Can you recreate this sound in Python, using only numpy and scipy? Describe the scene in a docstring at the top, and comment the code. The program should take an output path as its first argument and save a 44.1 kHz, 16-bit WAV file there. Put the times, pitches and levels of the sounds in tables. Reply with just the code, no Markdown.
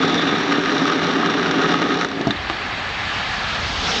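"""A small rough motor drones close by: uneven contacts shake its casing and keep its frame, gearing
and a loose part chattering, with jolts, clacks and a faint squeal. Just after two seconds it runs
down with a last rattle, a few knocks and a sharp snap. Outdoors behind it a car comes along the road:
tyre roar that swells and brightens over a low rumble, and a faint high chirp near the end."""
import sys
import numpy as np
from scipy import signal
from scipy.io import wavfile

SR = 44100
rng = np.random.default_rng(int(sys.argv[2]) if len(sys.argv) > 2 else 0)


def log_audio(samples):
    """Write samples as a 16-bit WAV file to the path given in sys.argv[1]."""
    # one column per channel
    frames = np.atleast_2d(samples).T
    # limit to full scale, then quantise
    limited = np.clip(frames, -1, 1)
    pcm = np.round(limited * 32767).astype(np.int16)
    wavfile.write(sys.argv[1], SR, pcm)


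N = 176400
T = np.arange(N) / SR


def from_db(db):
    """Decibels to gain."""
    return 10 ** (np.asarray(db) / 20)


def rms_one(x):
    """Scale to unit rms."""
    return x / np.sqrt(np.mean(x ** 2) + 1e-20)


def in_time(rows):
    """Each column of an automation curve, per sample."""
    times, *columns = np.transpose(rows)
    return [np.interp(T, times, column) for column in columns]


def at_hz(rows, hz):
    """Each column of a spectrum at one frequency."""
    freqs, *columns = np.transpose(rows)
    return [np.interp(np.log(hz), np.log(freqs), column) for column in columns]


def butter(x, hz, kind, order=2):
    """Causal Butterworth filter."""
    return signal.sosfilt(signal.butter(order, hz, kind, fs=SR, output="sos"), x + 1e-18)


def drift(rate_hz):
    """A smooth random wobble of unit rms."""
    hop, warm_up = 40, 2000
    pole = np.exp(-2 * np.pi * rate_hz * hop / SR)
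    noise = rng.standard_normal(N // hop + warm_up + 2)
    slow = signal.lfilter([1], [1, -2 * pole, pole * pole], noise)[warm_up:]
    return np.interp(np.arange(N) / hop, np.arange(len(slow)), rms_one(slow))


def ring(force, modes):
    """Parallel decaying modes, their levels setting their share of energy; a unit click peaks near 1."""
    out, height = 0, 0
    for hz, db, t60 in modes:
        radius = from_db(-60 / (t60 * SR))
        tuning = radius * np.cos(2 * np.pi * hz / SR)
        gain = from_db(db) / np.sqrt(t60)
        out += gain * signal.lfilter([1, -tuning], [1, -2 * tuning, radius ** 2], force + 1e-18)
        height += gain
    return out / height


def body(force, modes):
    """A struck part radiates only around the range of its modes."""
    return butter(ring(force, modes), [modes[0][0] * 0.82, modes[-1][0] * 1.015], "band")


def contacts(per_s, spread_db):
    """Randomly timed contacts; the spread makes their strength uneven."""
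    sizes = from_db(spread_db * np.minimum(rng.exponential(1, N), 4)) * rng.choice([-1, 1], N)
    return sizes * (rng.random(N) < per_s / SR)


def clicks(starts, db):
    """One impulse at each start time."""
    out = np.zeros(N)
    np.add.at(out, (np.asarray(starts) * SR).astype(int), from_db(db))
    return out


def soft_blows(rows):
    """Padded contacts: impulses rounded by their cut-off."""
    return sum(butter(clicks([start], [db]), hz, "low", order=1) for start, db, hz in rows)


def scuffed(hits, amount=0.13, decay_s=0.0037):
    """Impacts, each followed by a short gritty slide."""
    slide = signal.lfilter([1], [1, -np.exp(-1 / (decay_s * SR))], hits + 1e-18)
    return hits + amount * slide * rng.standard_normal(N)


def noise_bands(low_hz, high_hz, count):
    """Centres and bands of noise, neighbours unrelated."""
    edges = np.geomspace(low_hz, high_hz, count + 1)
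    white = rng.standard_normal((2, N))
    for k, (low, high) in enumerate(zip(edges, edges[1:])):
        yield np.sqrt(low * high), butter(white[k % 2], [low, high], "band")


def whistle(fader, hz, width_hz):
    """An unsteady tone: narrow-band noise riding a level curve."""
    tone = butter(rng.standard_normal(N), [hz - width_hz / 2, hz + width_hz / 2], "band")
    return from_db(in_time(fader)[0]) * rms_one(tone)


# The motor's effort. Each row: time in seconds, drone level in dB, chatter level in dB.
MOTOR_FADERS = [(0, -19.5, -27), (.3, -21, -25), (.57, -22, -23), (.63, -24.5, -28), (.68, -21, -25),
                (1.25, -20.5, -25), (1.65, -20.5, -24), (1.79, -21, -25.5), (1.9, -20.5, -23.5),
                (1.98, -21.5, -31), (2.045, -21.5, -36), (2.065, -27.5, -37), (2.14, -27.5, -54),
                (2.18, -23.5, -39), (2.3, -29, -31.5), (2.36, -34, -66), (2.45, -71, -81)]
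# The gearing's high rasp. Each row: time in seconds, level in dB.
RASP_FADER = [(0, -33), (.12, -29.5), (.2, -33), (.3, -32), (.5, -30.5), (.62, -33), (.77, -28.5),
              (.97, -32.5), (1.06, -31), (1.19, -34.5), (1.26, -32), (1.44, -32.5), (1.52, -32.5),
              (1.73, -32), (1.79, -33), (2.04, -33.5), (2.07, -42.5), (2.35, -53)]
# Resonances of the boomy casing, dry frame, ringing loose part and bright gearing.
# Each row: pitch in Hz, relative level in dB, seconds to die away by 60 dB.
CASING_MODES = [(173.7, -2.5, 0.17), (250.7, -3, 0.029), (280, 5, 0.046), (329, -12.5, 0.017),
                (385.6, -0.5, 0.074), (460, -42, 0.021), (586, -10.5, 0.14), (715, -1.5, .03)]
FRAME_MODES = [(704, -13, 0.0087), (957, -5.5, 0.013), (1428, -1, .014), (1597, -2.5, .012),
               (1806, -6, 0.013), (2315, -10, 0.0053), (2800, -6.5, 0.011)]
LOOSE_MODES = [(1193, -7, 0.019), (1273, 8, 0.039)]
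GEAR_MODES = [(2980, -16.5, 0.0044), (3627, 7, 0.0057), (3840, 1, 0.0077), (3990, -2, .008),
              (4860, -5, 0.0057), (5526, 3, 0.0081), (5620, -13, 0.014)]
def motor():
    """Dense uneven contacts ring the casing, frame, loose part and gearing; the load flutters."""
    drone_db, chatter_db = in_time(MOTOR_FADERS)
    rasp_db, = in_time(RASP_FADER)
    load = drift(rate_hz=73)
    shake = contacts(per_s=1400, spread_db=0) * from_db(0.6 * load)
    chatter = contacts(per_s=1800, spread_db=2) * from_db(2.5 * load)
    grind = contacts(per_s=3000, spread_db=2) * from_db(2.5 * load)
    drone = rms_one(butter(body(shake, CASING_MODES), 77, "high"))
    loose = rms_one(body(chatter * from_db(-drift(rate_hz=11)), LOOSE_MODES))
    rattle = rms_one(body(chatter, FRAME_MODES)) + from_db(-2.5) * loose
    rasp = rms_one(body(grind, GEAR_MODES))
    return from_db(drone_db) * drone + from_db(chatter_db) * rattle + from_db(rasp_db) * rasp


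# The squeal's fade. Each row: time in seconds, level in dB.
SQUEAL_FADER = [(0, -31), (.12, -31), (.2, -24.5), (.26, -31.5), (.34, -31.5), (.6, -41), (2.05, -38),
                (2.2, -56), (2.33, -80)]
def gear_squeal():
    """The gearing squeals faintly, mostly at the start."""
    return whistle(SQUEAL_FADER, hz=3570, width_hz=360)


# The roar's colour. Each row: frequency in Hz, relative density in dB when far, boost in dB when nearest.
TYRE_EQ = [(121, -2.5, -2), (220, -2, 9.5), (330, -1.5, 3), (443, -3, 10), (555, -3.5, 4), (776, -2.5, 9),
           (1000, -2.5, 1), (1300, -0.5, 4), (1700, -1, 2.5), (2100, 0, -1.5), (3480, -6, 9),
           (4540, -9.5, 7.5), (5510, -22.5, 19.5), (7560, -28.5, 8), (8500, -41, 16.5)]
# The roar's swell. Each row: time in seconds, level in dB before the boost and the ground dip.
TYRE_FADER = [(0, -27), (2.1, -32), (2.3, -29), (2.45, -27.5), (2.65, -26), (2.9, -26), (3.15, -24),
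              (3.35, -24.5), (3.55, -24.5), (3.8, -26.5), (3.9, -24), (4, -26)]
# The tread's song. Each row: pitch in Hz, relative level in dB, seconds to die away by 60 dB.
TREAD_MODES = [(795, -3, 0.018), (1165, -3.5, 0.014), (1700, 3.5, .014)]
def tyres(nearest_s=4.01, speed_m_per_s=25.6, distance_m=10.6):
    """Tyre roar brightens as the car nears; the ground reflection hollows the low mids on the way."""
    nearness = 1 / (1 + (speed_m_per_s * (T - nearest_s) / distance_m) ** 2)
    dip_hz, dip_octaves = 389, 0.65
    dip_db = 8 * np.exp(-((T - 3.4) / 0.56) ** 2)   # deepest at 3.4 s
    roar, far_power = 0, 0
    for hz, band in noise_bands(100, 9500, count=26):
        far_db, boost_db = at_hz(TYRE_EQ, hz)
        band = band * from_db(far_db)
        far_power += np.mean(band ** 2)
        in_dip = np.exp(-(np.log2(hz / dip_hz) / dip_octaves) ** 2)
        patchy_road_db = 1.36 * drift(rate_hz=12)
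        roar += band * from_db(boost_db * nearness - dip_db * in_dip + patchy_road_db)
    tread = rms_one(body(rng.standard_normal(N), TREAD_MODES))
    song = from_db(-5) * np.sqrt(1 - nearness) * tread   # fades into the roar as the car nears
    return from_db(in_time(TYRE_FADER)[0]) * (roar / np.sqrt(far_power) + song)


# The car's low end. Each row: frequency in Hz, relative density in dB.
RUMBLE_EQ = [(25, -18), (45, -2), (68, -7), (92, 1), (130, -7.5), (200, -13.5), (400, -46.5)]
# The rumble's swell. Each row: time in seconds, level in dB.
RUMBLE_FADER = [(0, -50.5), (2.05, -48.5), (2.35, -37), (2.9, -39.5), (3.5, -35), (3.63, -33.5),
                (3.75, -32), (4, -37.5)]
def car_rumble(engine_hz=63.8):
    """A bed of low noise with the wavering engine note tucked under it."""
    bands = noise_bands(20, 400, count=11)
    bed = rms_one(sum(from_db(at_hz(RUMBLE_EQ, hz)[0]) * band for hz, band in bands))
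    note = rms_one(np.sin(2 * np.pi * engine_hz * T + 0.5 * drift(rate_hz=2)))
    return from_db(in_time(RUMBLE_FADER)[0]) * (bed + from_db(-6) * note)


# Dull hits on the casing. Each row: start in seconds, strength in dB, contact cut-off in Hz.
JOLT_HITS = [(.003, -4, 600), (.045, 0, 600), (.119, -8, 900), (.326, -1, 500), (.3405, 0, 500),
             (.583, 0.5, 500), (1.209, -8, 500), (1.737, -6, 600), (1.817, -8, 600)]
def casing_jolts():
    """Soft blows thump the casing while the motor runs."""
    return body(soft_blows(JOLT_HITS), CASING_MODES)


# Hard hits. Each row: start in seconds, then strength in dB on the loose part, frame and gearing.
CLACK_HITS = [(.034, -10.5, -12, -17), (.143, -25, -9, -12), (.291, -33, -5, -18), (0.521, -11, -2.5, -17),
              (.55, -12.5, -16, -22.5), (.659, -13, -6, -15.5), (0.695, -18, -3.5, -28),
              (0.768, -14, -3.5, -27), (0.854, -8, -6, -15.5), (.899, -6.5, -11, -17), (.93, -11, -14, -27),
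              (1.231, -4.5, -12, -25), (1.26, -9, -10, -11.5), (1.288, -12, -14, -25),
              (1.395, -8.5, -8, -17), (1.46, -21, -5.5, -31), (1.511, -19, -5.5, -7),
              (1.643, -10, -12, -23), (1.741, -4, -3.5, -13), (1.818, -17, -6, -14), (2.002, -23, -7, -20),
              (2.011, -10.5, -5, -12), (2.019, -21, -9, -18), (2.03, -17, -8, -21), (2.047, -16, -5.5, -11),
              (2.087, -24, -19, -19), (2.115, -17.5, -12.5, -17), (2.165, -37, -26, -27),
              (2.213, -28, -24, -14.5), (2.272, -25, -30, -13.5), (2.307, -19, -6.5, -16),
              (2.312, -23, -30, -22)]
def clacks():
    """Each impact rings three parts at once, scuffing briefly on the frame and gearing."""
    starts, loose_db, frame_db, gear_db = np.transpose(CLACK_HITS)
    loose = body(clicks(starts, loose_db), LOOSE_MODES)
    frame = body(scuffed(clicks(starts, frame_db)), FRAME_MODES)
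    gearing = body(scuffed(clicks(starts, gear_db)), GEAR_MODES)
    return loose + frame + gearing


# Dull hits on the mount. Each row: start in seconds, strength in dB, contact cut-off in Hz.
CLUNK_HITS = [(2.21, -8, 700), (2.252, -19, 500), (2.2705, 1.5, 700), (2.278, -6, 1500), (2.2925, -6, 300),
              (2.3025, -5.5, 300)]
# The mount's low ring. Each row: pitch in Hz, relative level in dB, seconds to die away by 60 dB.
MOUNT_MODES = [(147.7, -1, 0.054), (212, 5.5, 0.067), (285, 5, 0.073), (670, 4, .035)]
def mount_clunks():
    """The stopping mechanism clunks against its mount."""
    return ring(soft_blows(CLUNK_HITS), MOUNT_MODES)


# The latch's landings. Each row: start in seconds, strength in dB.
LATCH_HITS = [(2.3072, -10), (2.3095, -11.5), (2.368, -17)]
# Its thin ring. Each row: pitch in Hz, relative level in dB, seconds to die away by 60 dB.
LATCH_MODES = [(3615, -1, 0.04), (3940, -1, 0.021)]
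def latch_clinks():
    """The latch drops home, bounces and settles."""
    return body(clicks(*np.transpose(LATCH_HITS)), LATCH_MODES)


# The snap and its bounces. Each row: start in seconds, strength in dB.
SNAP_HITS = [(2.499, 3), (2.504, -6), (2.508, -9), (2.513, -7)]
# Its tone. Each row: pitch in Hz, relative level in dB, seconds to die away by 60 dB.
SNAP_RING = [(322, 3, 0.1), (756, 0, .012), (1120, 2, 0.0081), (1700, -6, .004), (2970, -3, 0.0048)]
def snap():
    """One hard, dry hit and three quick bounces leave a short low ring."""
    return body(clicks(*np.transpose(SNAP_HITS)), SNAP_RING)


# The chirp's envelope. Each row: time in seconds, level in dB.
CHIRP_FADER = [(3.85, -77), (3.875, -38), (3.915, -32), (3.94, -73)]
def chirp():
    """A faint high chirp beside the road."""
    return whistle(CHIRP_FADER, hz=5700, width_hz=260)


def scene():
    """The near motor in front of the road, in mono."""
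    running = motor() + gear_squeal() + casing_jolts() + clacks()
    stopping = mount_clunks() + latch_clinks() + snap()
    road = tyres() + car_rumble() + chirp()
    return (running + stopping + road)[None]


def record(dry):
    """Soft saturation rounds the peaks, the treble rolls off and the top is cut."""
    roll_off_hz, cutoff_hz = 7520, 8800
    rounded = butter(np.tanh(dry), roll_off_hz, "low", order=10)
    return signal.sosfilt(signal.ellip(10, 0.2, 80, cutoff_hz, fs=SR, output="sos"), rounded)


dry = scene()
out = record(dry)
log_audio(out)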